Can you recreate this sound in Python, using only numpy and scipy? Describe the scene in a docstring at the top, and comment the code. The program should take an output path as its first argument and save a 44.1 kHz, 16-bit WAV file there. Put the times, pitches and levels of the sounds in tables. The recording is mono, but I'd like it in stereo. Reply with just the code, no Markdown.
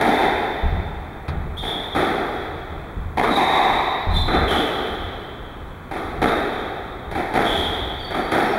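"""A hollow rubber ball smacks rackets and walls in a hard squash court, heard from behind the glass:
each blow is a click that sets damped rings going. Soles squeak as gliding, wobbling tones, feet pound
the sprung floor as low board modes, and once the glass rattles close by as a short burst of noise.
Ball and squeaks trail a long echo of dying noise; ventilation is steady coloured noise.
A widened stereo microphone listens through a gain control, with faint hiss and a thin whine."""
import sys
import numpy as np
from scipy import signal
from scipy.fft import rfft, irfft, next_fast_len
from scipy.io import wavfile
from scipy.ndimage import uniform_filter1d

SR = 44100
rng = np.random.default_rng(int(sys.argv[2]) if len(sys.argv) > 2 else 0)


def wav_out(sig):
    """Save sig, one row per channel (or a flat mono array), as 16-bit PCM at SR to the path in sys.argv[1]."""
    wavfile.write(sys.argv[1], SR, np.round(np.clip(np.atleast_2d(sig).T, -1, 1) * 32767).astype(np.int16))


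N = 378378
SPOTS = 4  # places in the court, taken in turn


def amp(db):
    """dB to gain."""
    return 10 ** (np.asarray(db) / 20)


def unit(x):
    """Scale to energy 1."""
    return x / np.sqrt(np.sum(x ** 2))


def at_hz(points, hz):
    """Read a (Hz, value) table on a log-frequency axis."""
    table_hz, values = np.transpose(points)
    return np.interp(np.log(hz + 1), np.log(table_hz), values)


def colour(x, points):
    """Weight the spectrum of a signal by a (Hz, dB) table."""
    size = next_fast_len(x.shape[-1])
    gain = amp(at_hz(points, np.fft.rfftfreq(size, 1 / SR)))
    return irfft(rfft(x, size) * gain, size)[..., :x.shape[-1]]


def filtered(x, order, hz, kind):
    """Butterworth filter, "high" or "low" pass."""
    return signal.sosfilt(signal.butter(order, hz, kind, fs=SR, output="sos"), x)


def decay(count, t60_s):
    """Gain that falls by 60 dB in t60_s."""
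    return amp(-60 * np.arange(count) / SR / t60_s)


def ring(hz, width_hz, count):
    """One damped mode under a soft contact: it swells, then dies; energy 1."""
    t = np.arange(count) / SR
    return unit(np.sin(2 * np.pi * hz * t) * t * np.exp(-2 * np.pi * width_hz * t))


def add(track, start_s, sound):
    """Mix a sound into a track at its start time."""
    i = round(start_s * SR)
    track[i:i + len(sound)] += sound[:N - i]


def smeared(sound, smear_s, delays):
    """Every narrow band arrives late by its own share of smear_s; the colour stays."""
    late_s = smear_s * np.repeat(delays, 16)
    size = 2 * len(late_s)
    # a delay is the slope of phase over frequency
    turn = np.exp(-2j * np.pi * np.cumsum(np.append(0, late_s)) * SR / size)
    return irfft(rfft(sound, size) * turn, size)


# Blows of the ball: start_s, level_db, smear_s (longest delay from nearby walls), wall_ring_db, crack_db
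# (relative to the level); a row 11 ms after another (0.011, 1.96, 7.35) is that blow's strong late echo
BALL_BLOWS = [(0, -25, 0.00087, 2, -5), (.011, -16.5, 0.0012, 3.5, -0.5), (.189, -23, 0.00096, 3.5, -5),
              (1.285, -33, 0.00088, -2, -15.5), (1.625, -33, .006, 3.5, -14),
              (1.675, -30.5, 0.0053, 2.5, -52), (1.949, -22, .001, -3, -3),
              (1.96, -17.5, 0.0039, -1.5, -4.5), (3.172, -25.5, 0.0012, 9, 2), (3.226, -16, 0.018, -7, -8),
              (3.362, -18.5, .039, 11, 2.5), (4.279, -18.5, 0.0031, -2.5, -13),
              (4.32, -19.5, 0.019, -1.5, -10), (4.5, -18, 0.019, -3, -3), (5.911, -30, 0.00195, 3, -0.5),
              (5.955, -25, .029, -11.5, -7.5), (6.217, -16, 0.0011, -1.5, -4.5),
              (7.112, -31.5, 0.0015, 3, 1), (7.149, -26, .006, 2.5, -2), (7.338, -23, 0.0019, 3, 0.5),
              (7.35, -19, 0.0021, 0, -4), (8.105, -27, 0.00299, 1, -4), (8.138, -21.5, .015, -4, -5.5),
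              (8.313, -16, .012, 0.5, -1.5)]
# Rings of ball, strings and wall: pitch_hz, width_hz, level_db, wall_share (dB per dB of wall ring)
BALL_RINGS = [(270, 94, 0.5, 0.31), (765.6, 129, 1, 0.89), (1154, 326, -8.5, 1.67), (1229, 181, -0.5, 0),
              (1855, 497, -2.5, 0.94), (3577, 520, -15, 0.077)]
# The lowest ring is a pair: the shell, and the table's body tone at BODY_DB against it
SHELL_HZ, SHELL_WIDTH_HZ, BODY_DB = 375.4, 125, -6.5
CRACK_HZ = 4860  # the crack is a click above this
# A weakly ringing wall hollows out one band: share removed per dB of wall ring below 0
HOLLOW_HZ, HOLLOW_WIDTH_HZ, HOLLOW_PER_DB = 1484, 710, 0.03


def ball():
    """A click sets every ring going, neighbours in opposite sign; nearby walls smear far blows."""
    hz, width_hz, ring_db, wall_share = np.transpose(BALL_RINGS)
    rings = np.array([ring(hz[k], width_hz[k], count=1024) * (-1) ** k for k in range(len(hz))])
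    shell = ring(SHELL_HZ, SHELL_WIDTH_HZ, count=1024)
    rings[0] = unit(rings[0] * amp(BODY_DB) + shell)
    click = np.eye(1, 1024)[0]
    crack = unit(filtered(click, 2, CRACK_HZ, "high"))
    hollow_band = signal.iirpeak(HOLLOW_HZ, HOLLOW_HZ / HOLLOW_WIDTH_HZ, SR)
    delays = rng.random(size=(len(BALL_BLOWS), 512))
    spots = np.zeros((SPOTS, N))
    for k, (start_s, level_db, smear_s, wall_db, crack_db) in enumerate(BALL_BLOWS):
        blow = amp(ring_db + wall_share * wall_db) @ rings + amp(crack_db) * crack
        removed = np.clip(-HOLLOW_PER_DB * wall_db, 0, 1)
        blow = blow - removed * signal.lfilter(*hollow_band, blow)
        add(spots[k % SPOTS], start_s, amp(level_db) * smeared(blow, smear_s, delays[k]))
    return spots


# Stereo width heard at the microphone: band_hz, side_minus_mid_db
STEREO_WIDTH = [(60, -27.5), (140, -18.5), (330, -13), (770, -4), (1790, 7), (3400, 10), (8000, 8.5),
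                (15000, 2.5)]


def widened(side):
    """Weight side noise to the stereo width of each band."""
    return colour(side, STEREO_WIDTH)


GRAIN_DB, GRAIN_S = 4, 0.11  # unevenness of the early reflections, and its fading time


def reflections(count):
    """Mid and side noise of many arrivals; the early ones are uneven, in lumps of 2 ms."""
    t = np.arange(count) / SR
    lumps = np.repeat(rng.standard_normal(count // 88 + 1), 88)[:count]
    grain = amp(GRAIN_DB * lumps * np.exp(-t / GRAIN_S))
    mid, side = rng.standard_normal((2, count)) * grain
    return np.array([mid, widened(side)])


# Echo of the hard-walled court: band_hz, t60_s
COURT_ECHO = [(100, 1.1), (200, 1.47), (400, 2.67), (800, 2.54), (1600, 2.45), (3200, 2.53), (6000, 1.8),
              (10000, 1.29), (16000, 2.3)]
DIRECT_DB = 18   # first arrival, against the reflections
FILL_S = 0.00043  # time in which the reflections fill in


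def echo(count):
    """Mid and side echo from one spot: the first arrival, then reflections dying band by band."""
    t, hz = np.arange(count) / SR, np.fft.rfftfreq(count, 1 / SR)
    arrivals = reflections(count) * (1 - np.exp(-t / FILL_S))
    arrivals[:, 0] = amp(DIRECT_DB)  # equal in mid and side, so almost wholly on the left
    spectrum, out = rfft(arrivals), 0
    for k, (_, t60_s) in enumerate(COURT_ECHO):
        # a band counts fully at its own frequency and fades out towards its neighbours
        share = at_hz([(band_hz, j == k) for j, (band_hz, _) in enumerate(COURT_ECHO)], hz)
        out = out + irfft(spectrum * share, count) * decay(count, t60_s)
    return out


# Ventilation in the hall: band_hz, level_db (per Hz, relative)
VENTILATION = [(15, -35), (25, -1.5), (110, -8), (604, -17.5), (1220, -15.5), (1980, -24), (2810, -28.5),
               (3300, -33), (5980, -51), (15800, -38)]
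AIR_DB = -31  # rms of its mid


def hall():
    """Steady ventilation noise, as wide as the echo."""
    mid, side = colour(rng.standard_normal((2, N)), VENTILATION)
    return amp(AIR_DB) * np.array([mid, widened(side)]) / mid.std()


# Soles slipping on varnish: start_s, length_s, from_hz, to_hz, level_db
SOLE_SQUEAKS = [(.09, 0.094, 3590, 3546, -23), (1.568, 0.032, 3300, 3775, -23.5),
                (1.61, 0.084, 3175, 3733, -19), (3.30, 0.041, 3877, 3737, -21.5),
                (3.335, 0.0603, 3832, 3534, -12.5), (4.1, 0.11, 3930, 4075, -24),
                (4.135, 0.034, 3580, 3546, -19), (4.478, 0.0255, 2974, 3180, -16.5),
                (4.51, 0.087, 3154, 3524, -22), (6.27, 0.052, 3760, 3640, -29.5),
                (6.52, 0.036, 3380, 3350, -33.5), (7.44, 0.094, 3385, 3120, -15),
                (7.54, 0.062, 3225, 3724, -19), (7.99, 0.079, 4630, 4455, -30.5),
                (8.44, 0.069, 5500, 5300, -34)]
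# Lower squeaks grip harder and mostly wobble more: mean_hz, wobble_share (of the pitch)
SOLE_WOBBLE = [(3100, 0.071), (3400, 0.058), (3590, 0.02), (3750, 0.037), (4500, 0.011), (5400, 0.011)]
WOBBLES_PER_S, OVERTONE_DB = 900, -27
SCUFF_DB, SCUFF_HZ = -5.5, 6600  # sliding hiss: noise gain, and the pitch it lies above


def soles():
    """Stick-slip of rubber: a gliding, wobbling tone, weak overtone and hiss; it bites, then fades."""
    count = len(SOLE_SQUEAKS)
    wobbles = rng.standard_normal(size=(count, 200))
    scuff = amp(SCUFF_DB) * filtered(rng.standard_normal(size=(count, 8192)), 2, SCUFF_HZ, "high")
    spots = np.zeros((SPOTS, N))
    for k, (start_s, length_s, from_hz, to_hz, level_db) in enumerate(SOLE_SQUEAKS):
        u = np.linspace(0, 1, round(length_s * SR))  # progress through the squeak
        wobble = np.interp(u * length_s * WOBBLES_PER_S, np.arange(wobbles.shape[1]), wobbles[k])
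        share = at_hz(SOLE_WOBBLE, (from_hz + to_hz) / 2)
        pitch_hz = (from_hz + (to_hz - from_hz) * u) * (1 + share * wobble)
        phase = 2 * np.pi * np.cumsum(pitch_hz) / SR
        tone = np.sin(phase) + amp(OVERTONE_DB) * np.sin(2 * phase) + scuff[k, :len(u)]
        bite = np.sin(np.pi * u ** .5) ** .5
        add(spots[k % SPOTS], start_s, amp(level_db) * unit(tone * bite))
    return spots


# Feet landing: start_s, level_db (relative; the boom's length raises all alike)
FOOT_STEPS = [(.329, -31.5), (.632, -10.5), (.722, -17.5), (1.009, -32), (1.285, -15.5), (1.4, -21.5),
              (1.591, -24.5), (1.93, -30), (2.381, -42), (2.49, -28.5), (2.7, -26), (2.968, -20),
              (3.04, -24.5), (3.199, -27), (3.709, -27), (4.07, -13), (4.14, -12.5), (4.24, -21),
              (4.378, -17), (4.906, -28), (5.02, -28), (5.6, -28), (6.045, -29), (6.179, -22.5),
              (6.852, -31), (7.069, -26.5), (7.49, -21), (7.57, -26), (7.818, -22.5), (8.009, -31)]
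# Boards of the sprung floor: pitch_hz, width_hz, level_db (before each landing's own strengths)
FLOOR_BOARDS = [(31.8, 26, -2), (58.1, 26, -1), (81, 17.5, 0.5), (128, 51.4, -3.5)]
BOOM_T60_S = 1.0  # how long the floor and the air under it boom
THUD_DB = -9.5    # first thud of the heel, against the boom


def feet():
    """Each landing drives the floor boards with strengths of its own: a thud and an uneven boom."""
    boards = np.array([amp(db) * ring(hz, width, count=8192) for hz, width, db in FLOOR_BOARDS])
    strengths = amp(1.8 * rng.standard_normal((len(FOOT_STEPS), len(FLOOR_BOARDS))))
    dying = decay(40000, BOOM_T60_S)
    mid_side = np.zeros((2, N))
    for k, (start_s, level_db) in enumerate(FOOT_STEPS):
        thud = unit(strengths[k] @ boards)
        for track, noise in zip(mid_side, rng.standard_normal((2, len(dying)))):
            boom = unit(signal.fftconvolve(thud, noise * dying))
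            add(boom, 0, -amp(THUD_DB) * thud)
            add(track, start_s, amp(level_db) * np.linalg.norm(dying) * boom)
    mid, side = mid_side
    return np.array([mid, widened(side)])


# The ball knocks on the glass close by, one row: start_s, level_db (before the low-pass), t60_s, top_hz
GLASS_KNOCK = (1.282, -12, .11, 1800)


def glass():
    """The pane rattles briefly on the listener's side, outside the long echo."""
    start_s, level_db, t60_s, top_hz = GLASS_KNOCK
    rattle = reflections(count=16384) * amp(level_db) * decay(16384, t60_s)
    mid_side = np.zeros((2, N))
    for track, part in zip(mid_side, filtered(rattle, 1, top_hz, "low")):
        add(track, start_s, part)
    return mid_side


LAG = -1  # share of the slope of mid that leaks into side: right is earlier


def scene():
    """Ball and soles sound from four spots, each with its own echo; mid and side become left and right."""
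    spots = ball() + soles()
    court = 0
    for spot in spots:
        court = court + signal.fftconvolve(spot[None], echo(count=110592), axes=1)[:, :N]
    mid, side = court + feet() + glass() + hall()
    side = side + LAG * np.gradient(mid)
    return np.array([mid + side, mid - side])


# Microphone behind the glass: band_hz, gain_db
MIC_COLOUR = [(20, -2.5), (4000, -6.5), (4800, -11), (6000, -21), (8000, -27), (10000, -17), (12500, -25),
              (16000, -29)]
# The two capsules differ: band_hz, left_minus_right_db
CAPSULE_TILT = [(60, 1), (130, -0.5), (290, 0.5), (640, 0.5), (1410, -1.5), (3100, -1.0), (6820, -0.5),
                (15000, -1.5)]
# Narrow gaps in the response: center_hz, width_hz
MIC_NOTCHES = [(2860, 500), (2860, 120), (5000, 300)]
LOW_CUT_HZ, CUTOFF_HZ = 27, 15800
KNEE_DB, RELEASE_DB_S = -11, 64  # gain control: held level, speed of letting go
TOP = 1.3  # soft ceiling of the amplitude
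HISS_DB = -59
LINE_HZ, LINE_DB = 15734, -71  # thin whine


def record(dry):
    """Microphone colour, gain control that holds loud blows down, hiss, notches, a thin whine, top cut."""
    left, right = filtered(colour(dry, MIC_COLOUR), 2, LOW_CUT_HZ, "high")
    x = np.array([colour(left, CAPSULE_TILT), right])
    power = uniform_filter1d(np.mean(x ** 2, axis=0), size=441)  # 10 ms
    level_db = 10 * np.log10(power + 1e-12)
    # peaks are held, then let go at a steady rate
    ramp = RELEASE_DB_S * np.arange(N) / SR
    held_db = np.maximum.accumulate(level_db + ramp) - ramp
    x = x * amp(-uniform_filter1d(np.maximum(held_db - KNEE_DB, 0), size=221))
    x = TOP * np.tanh(x / TOP)
    x = x + amp(HISS_DB) * rng.standard_normal(x.shape)
    for hz, width_hz in MIC_NOTCHES:
        x = signal.lfilter(*signal.iirnotch(hz, hz / width_hz, SR), x)
    x = x + amp(LINE_DB) * np.sin(2 * np.pi * LINE_HZ * np.arange(N) / SR)
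    return signal.sosfilt(signal.ellip(14, .5, 50, CUTOFF_HZ, fs=SR, output="sos"), x)


dry = scene()
out = record(dry)
wav_out(out)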